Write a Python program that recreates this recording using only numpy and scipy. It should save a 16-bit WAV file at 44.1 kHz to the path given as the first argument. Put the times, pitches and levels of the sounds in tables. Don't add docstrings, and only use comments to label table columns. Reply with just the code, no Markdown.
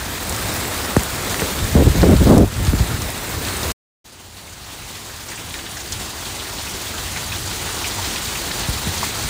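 import sys
import numpy as np
from scipy import signal
from scipy.io import wavfile
from scipy.ndimage import uniform_filter1d

SR = 44100
rng = np.random.default_rng(int(sys.argv[2]) if len(sys.argv) > 2 else 0)


def ratio_of_db(decibels):
    return 10 ** (np.asarray(decibels, float) / 20)


def bounce(signal):
    frames = np.transpose(np.atleast_2d(signal))
    limited = np.clip(frames, -1, 1)
    pcm = np.round(limited * 32767).astype(np.int16)
    wavfile.write(sys.argv[1], SR, pcm)


N = 409688

# (start [s], end [s])
SILENCE = (3.7205, 4.0425)

# (frequency [Hz], level per Hz [dB])
RAIN_BACK = [(82, -31.5), (140, -1.5), (213, -2), (245, -2), (544, -5.5), (1950, -9), (3030, -13),
             (3770, -11), (5620, -15.5), (8040, -13.5), (12700, -22.5), (14900, -14), (16500, -42)]
# (frequency [Hz], level per Hz [dB])
RAIN_FRONT = [(82, -21), (140, -3.5), (255, -1), (317, 1.5), (523, -5.5), (827, -2), (2330, -6.5),
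              (4330, -4.5), (5080, -7.5), (8540, -8.5), (12700, -20.5), (15200, -9), (16500, -46)]
# (time [s], level [dB])
RAIN_LEVEL = [(0.0, -29.5), (0.56, -25.5), (1.15, -27), (1.42, -25), (1.64, -26.5), (2.3, -25.5),
              (2.46, -33), (2.68, -28), (3.1, -29), (3.42, -28), (3.7, -26), (4.04, -45), (4.5, -39),
              (4.95, -35), (5.6, -33), (6.6, -30), (7.9, -26.5), (9.29, -26)]


def rain():
    t = np.arange(N) / SR
    back = t < SILENCE[1]
    hiss = field(by_shot(RAIN_BACK, RAIN_FRONT), 512, patchy_db=1.08, flicker_db=0.39)
    back_gain = ratio_of_db(3.5) / hiss[back].std()
    front_gain = ratio_of_db(2) / hiss[~back].std()
    hiss = hiss * np.where(back, back_gain, front_gain)
    clicks = ratio_of_db(-10.5) * yard(patter(400, 3.2, 2.1, 900, 15200), 0.26)
    splashes = ratio_of_db(-15) * yard(patter(320, 2.0, 1.2, 1500, 11000), 2.6)
    sheets = lumpy(round(0.014 * SR))
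    level = ratio_of_db(np.interp(t, *np.transpose(RAIN_LEVEL)) + 0.65 * sheets)
    return level * spray_gain(t) * (0.92 * hiss + np.where(back, clicks, splashes))


def patter(per_s, spread_db, cycles, low_hz, high_hz):
    kinds = 24
    size_db = spread_db * np.minimum(rng.exponential(1, N), 3.5)
    size = ratio_of_db(size_db) * (rng.random(N) < per_s / SR)
    kind = rng.integers(0, kinds, N)
    t = np.arange(600) / SR
    out = np.zeros(N)
    for k, hz in enumerate(np.geomspace(low_hz, high_hz, kinds)):
        grain = np.sin(2 * np.pi * hz * t) * np.exp(-t * hz / cycles)
        grain *= ratio_of_db(read(RAIN_FRONT, hz)) * hz ** 1.56
        out += signal.oaconvolve(size * (kind == k), grain)[:N]
    return evened(out)


# (start [s], hold [s], level against the rain [dB])
SPRAY = [(0.3, 0.027, -11), (1.3, 0.027, -6), (1.41, 0.015, -8), (1.48, 0.02, -5), (2.66, 0.021, -5),
         (2.79, 0.02, -3), (3.46, 0.036, -3.5), (3.63, 0.075, -5), (4.07, 0.017, -8), (4.16, 0.02, -12),
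         (4.2, 0.026, -1), (4.37, 0.016, 1), (4.69, 0.054, -4), (4.89, 0.02, -5), (5.33, 0.02, -7),
         (5.545, 0.02, -14), (5.92, 0.025, -0.5), (6.0, 0.037, -0.5), (6.26, 0.018, -2.5), (6.41, 0.02, -9),
         (6.98, 0.03, -8), (8.05, 0.03, -7), (8.94, 0.018, -7), (9.04, 0.027, -5), (9.27, 0.02, -5)]


def spray_gain(t):
    coarse = t[::32]
    spray_db = pushes_db(SPRAY, 1500.5, 297, coarse)
    return np.interp(t, coarse, np.hypot(1, ratio_of_db(spray_db)))


# (time [s], peak level [dB], centre [Hz])
TICKS_BACK = [(0.2952, -5, 8800), (0.3254, -10, 6500), (0.3638, -8, 7830), (0.4565, -16, 7820),
              (0.9674, -1, 7830), (0.9948, -10, 7570), (1.0347, -2.5, 8160), (1.2974, -7, 6500),
              (1.344, -9, 4340), (1.4019, -7, 7680), (1.4638, -16, 3620), (1.59, -11, 3640),
              (1.6433, -11, 7030), (1.8778, -18, 5960), (1.9571, -22, 3840), (2.018, -7, 3970),
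              (2.1652, -10, 4170), (2.243, -17, 4650), (2.2729, -10, 4450), (2.3802, -3.5, 8600),
              (2.6501, -10, 6360), (2.669, -11, 4080), (2.7897, -14, 4500), (3.0202, -9, 6120),
              (3.1035, -9, 9750), (3.4507, -9, 4250), (3.4852, -12, 3700), (3.568, -16.5, 8240),
              (3.6318, -9, 5420)]
# (time [s], peak level [dB], centre [Hz])
TICKS_FRONT = [(4.9519, -26, 3200), (5.2856, -22, 6010), (5.3575, -22, 7500), (5.5076, -24, 3280),
               (5.5406, -20, 3940), (5.5889, -22, 3200), (5.6633, -21, 3230), (5.771, -22, 5880),
               (5.8045, -23, 6430), (5.925, -17, 4700), (6.2544, -18, 3800), (6.3984, -15.5, 3450),
               (6.5844, -18.5, 3840), (6.8678, -19, 3500), (6.979, -20, 3450), (7.2404, -20, 4300),
               (7.3916, -24, 5520), (7.5113, -21, 4280), (7.592, -25, 3540), (7.8431, -21, 4800),
               (7.9114, -20, 4260), (8.0426, -17.5, 4500), (8.16, -19, 4300), (8.5135, -16, 4080),
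               (8.6062, -15, 4590), (8.6338, -16, 3720), (8.7325, -17, 4050), (9.0104, -22, 3530),
               (9.1536, -26, 4900), (9.2387, -19, 6600)]
# (time [s], peak level [dB], centre [Hz])
SPLATS_BACK = [
    (0.6524, -12, 1990),
    (0.9652, -6.5, 1750),
    (0.9951, -14.5, 2200),
    (1.3438, -9, 1650),
    (1.3957, -7.5, 2230),
    (1.4202, -8, 1530),
]
# (time [s], peak level [dB], centre [Hz])
SPLATS_FRONT = [(4.476, -33, 1950), (4.819, -27, 2320), (4.865, -32, 820), (5.054, -30, 1020),
                (5.097, -26, 1690), (5.317, -22, 1870), (5.376, -26, 2500), (5.543, -20, 1770),
                (5.589, -27, 2030), (5.664, -27, 1750), (5.769, -24, 1740), (6.672, -23, 2610),
                (6.939, -23, 1400), (7.161, -16.5, 2030), (7.33, -20, 1800), (7.69, -20, 1520),
                (7.843, -15, 2480), (7.984, -19, 870), (8.159, -16.5, 2420), (8.287, -20, 2620),
                (8.353, -17, 2640), (8.51, -19, 1820), (8.648, -21.5, 1800), (8.749, -27, 961),
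                (9.038, -19, 2050), (9.154, -21, 1100)]
# (time [s], peak level [dB], centre [Hz])
BIG_DROPS = [
    (5.541, -19, 2500),
    (5.542, -19, 7500),
    (5.923, -7.5, 6500),
    (9.03, -10.5, 975),
]
# (time [s], peak level [dB], centre [Hz])
PLINKS = [
    (0.5297, -19, 5300),
    (1.418, -16.5, 440),
    (3.568, -16, 8240),
    (7.32, -18, 2480),
    (7.325, -21, 3600),
    (7.986, -23, 900),
    (9.031, -16.5, 970),
]


def near_drops():
    kinds = [  # rows, splash t60 [s], sharpness = centre / width
        (TICKS_BACK, 0.035, 1.3), (TICKS_FRONT, 0.089, 2.0), (SPLATS_BACK, 0.022, 1.5),
        (SPLATS_FRONT, 0.093, 2.4), (BIG_DROPS, 0.041, 2.2), (PLINKS, 0.046, 5.1)]
    out = np.zeros(N)
    for rows, t60, sharpness in kinds:
        for s, db, hz in rows:
            add(out, s, ratio_of_db(db) * splash(hz, t60, sharpness))
    return yard(out, 0.21)


def splash(hz, t60, sharpness):
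    t = np.arange(6000) / SR
    out = 2.2 * t60 * rng.standard_normal(len(t)) * ratio_of_db(-60 * t / t60)
    out[0] = 1
    r = np.exp(-np.pi * hz / sharpness / SR)
    poles = [1, -2 * r * np.cos(2 * np.pi * hz / SR), r * r]
    for zeros in ([1, 0, -1], [1]):
        out = signal.lfilter(zeros, poles, out)
    return out / abs(out).max()


def wind():
    return rumble() + eddies() + slaps()


# (frequency [Hz], level per Hz [dB])
RUMBLE_BACK = [(15, -37.5), (25, -18.5), (48, 3.5), (70, 6.5), (115, 1), (167, -9.5), (220, -12.5),
               (290, -46.5), (480, -120)]
# (frequency [Hz], level per Hz [dB])
RUMBLE_FRONT = [(15, -44.5), (25, -17), (49, 2), (75, 2), (102, 2), (145, -9), (220, -9.5), (290, -37),
                (480, -120)]
# (start [s], hold [s], level [dB])
BUFFETS_BACK = [(0.0, 0.1, -32.5), (0.29, 0.04, -29.5), (0.42, 0.068, -29.5), (1.05, 0.1, -33),
                (1.3, 0.011, -29), (1.45, 0.01, -31), (1.63, 0.0077, -17.5), (1.77, 0.13, -12),
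                (1.98, 0.46, -12.5), (2.56, 0.28, -28), (2.6, 0.03, -18), (2.68, 0.01, -20),
                (2.81, 0.01, -14.5), (2.91, 0.03, -21.5), (3.0, 0.075, -26), (3.36, 0.022, -24),
                (3.49, 0.01, -30), (3.66, 0.036, -25.5)]
# (start [s], hold [s], level [dB])
BUFFETS_FRONT = [(4.23, 0.11, -45), (4.37, 0.01, -44), (4.51, 0.02, -40), (4.63, 0.021, -37),
                 (4.8, 0.06, -38), (5.3, 0.01, -46), (5.48, 0.03, -32.5), (5.58, 0.01, -41),
                 (5.75, 0.049, -44), (5.91, 0.14, -33.5), (6.19, 0.02, -44), (6.29, 0.04, -37),
                 (6.58, 0.1, -42), (6.99, 0.67, -34), (7.96, 0.11, -32), (8.6, 0.01, -30),
                 (8.75, 0.02, -27), (8.88, 0.036, -28), (8.98, 0.03, -31), (9.25, 0.009, -24)]


def rumble():
    t = np.arange(N) / SR
    coarse = t[::32]
    noise = evened(field(by_shot(RUMBLE_BACK, RUMBLE_FRONT), 2048, patchy_db=-0.5, flicker_db=0.3))
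    noise /= uniform_filter1d(noise ** 2, size=2500) ** 0.24
    buffet_db = pushes_db([*BUFFETS_BACK, *BUFFETS_FRONT], 261, 329.5, coarse)
    breeze_db = np.interp(coarse, *np.transpose(RAIN_LEVEL)) - 6
    push = np.hypot(ratio_of_db(buffet_db), ratio_of_db(breeze_db))
    return noise * ratio_of_db(0.97) * np.interp(t, coarse, push)


# (start [s], hold [s], level [dB])
EDDIES = [(1.419, 0.004, -25), (1.55, 0.2, -34), (1.76, 0.07, -10.5), (1.87, 0.0026, -7),
          (1.956, 0.028, -18.5), (2.036, 0.0045, -2.5), (2.06, 0.036, -10), (2.1, 0.037, -6.5),
          (2.216, 0.003, -7), (2.26, 0.041, -9), (2.3, 0.068, -6), (2.37, 0.061, -7), (2.6, 0.015, -24),
          (2.64, 0.026, -32), (2.73, 0.014, -19.5), (2.77, 0.23, -30)]


def eddies():
    t = np.arange(N) / SR
    coarse = t[::32]
    eddy_db = pushes_db(EDDIES, 898, 598, coarse)

    def band(hz, s):
        speed_db = np.maximum(np.interp(s, coarse, eddy_db), -50)
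        top_hz = 393 * ratio_of_db(0.21 * (speed_db + 5))
        slopes = (1 + (hz / top_hz) ** 4.57) * (1 + (110 / (hz + 1)) ** 4)
        return -12.0 * np.log10(slopes) - 8.0 * np.log10(top_hz / 400)

    out = field(band, 512, patchy_db=1.0, flicker_db=1.1) * ratio_of_db(2.4 * lumpy(500))
    out /= np.sqrt(uniform_filter1d(out ** 2, size=1500))
    return out * ratio_of_db(np.interp(t, coarse, eddy_db) - 0.4)


# (time [s], peak level [dB], top [Hz])
SLAPS = [(0.965, 0, 865), (1.418, -12, 590), (1.751, -3, 420), (2.031, 1, 1040), (2.211, -7, 413),
         (2.311, -2, 470), (2.676, -4.5, 114), (2.733, -7, 344), (2.8, -18, 120), (8.583, -19, 120),
         (8.684, -10.5, 112), (8.868, -14, 190), (8.885, -18, 122), (9.241, -18.5, 98)]


def slaps():
    out = np.zeros(N)
    for s, db, top_hz in SLAPS:
        add(out, s, ratio_of_db(db) * slap(top_hz))
    return out


def slap(top_hz):
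    turns = 1.345
    t = np.arange(2600) / SR + turns / (3 * top_hz)
    hz = turns / t
    body = 1 / (1 + (hz / top_hz) ** 3)
    body *= hz / (hz + 150) * np.exp(-(t / 0.028) ** 2)
    return np.sin(2 * np.pi * turns * np.log(t / t[0])) * body / body.max()


def yard(x, wet):
    t = np.arange(4000) / SR
    tail = rng.standard_normal(len(t)) * ratio_of_db(-60 * t / 0.076) * (t > 0.002)
    return x + wet * signal.oaconvolve(x, tail / np.linalg.norm(tail))[:N]


def field(shape_db, size, patchy_db, flicker_db):
    hop = size // 4
    t = np.arange(N // hop + 5) * hop / SR
    hz = np.fft.rfftfreq(size, 1 / SR)
    a, b, p, q = rng.standard_normal((len(t), len(hz), 4)).T
    patches = evened(uniform_filter1d(uniform_filter1d(p, size=7, axis=0), size=24, axis=1))
    flicker = evened(uniform_filter1d(uniform_filter1d(q, size=len(hz) // 2, axis=0), size=5, axis=1))
    level_db = shape_db(hz[:, None], t) + patchy_db * patches + flicker_db * flicker
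    z = (a + 1j * b) * ratio_of_db(level_db)
    return signal.istft(z, nperseg=size, noverlap=size - hop)[1][:N]


def by_shot(back, front):
    return lambda hz, t: np.where(t < SILENCE[1], read(back, hz), read(front, hz))


def read(points, hz):
    f, value = np.transpose(points)
    return np.interp(np.log(hz + 1), np.log(f + 1), value)


def pushes_db(rows, rise_db_per_s, fall_db_per_s, t):
    power = 1e-8
    for s, hold, db in rows:
        rise = np.maximum(rise_db_per_s * (s - t), 0)
        fall = np.maximum(fall_db_per_s * (t - s - hold), 0)
        power = power + ratio_of_db(2 * (db - rise - fall))
    return 10 * np.log10(power)


def lumpy(width):
    noise = rng.standard_normal(N)
    return evened(uniform_filter1d(uniform_filter1d(noise, width), width))


def evened(x):
    return x / np.sqrt(np.mean(x ** 2) + 1e-20)


def add(mix, s, sound):
    part = mix[round(s * SR):][:len(sound)]
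    part += sound[:len(part)]


def scene():
    return (rain() + near_drops() + wind())[None]


def top_cut(x):
    return signal.sosfilt(signal.butter(12, 17000, fs=SR, output="sos"), x)


def record(dry):
    t = np.arange(N) / SR
    stop, start = SILENCE
    held = signal.sosfilt(signal.butter(2, 38, "high", fs=SR, output="sos"), dry)
    held = 0.88 * np.tanh(held / 1.013)
    faint_end = ratio_of_db(-28 - 2600 * np.clip(t - stop, 0, 1))
    faint_end *= np.clip((stop + 0.016 - t) / 0.005, 0, 1)
    fade_in = np.clip((t - start) / 0.014, 0, 1) ** 0.6
    gate = np.where(t < stop, 1, np.maximum(faint_end, fade_in))
    edge = signal.firwin(1023, 15740, window=("kaiser", 10), fs=SR)
    mix = signal.oaconvolve(held * gate, edge[None], "same")
    return top_cut(mix)


dry = scene()
out = record(dry)
bounce(out)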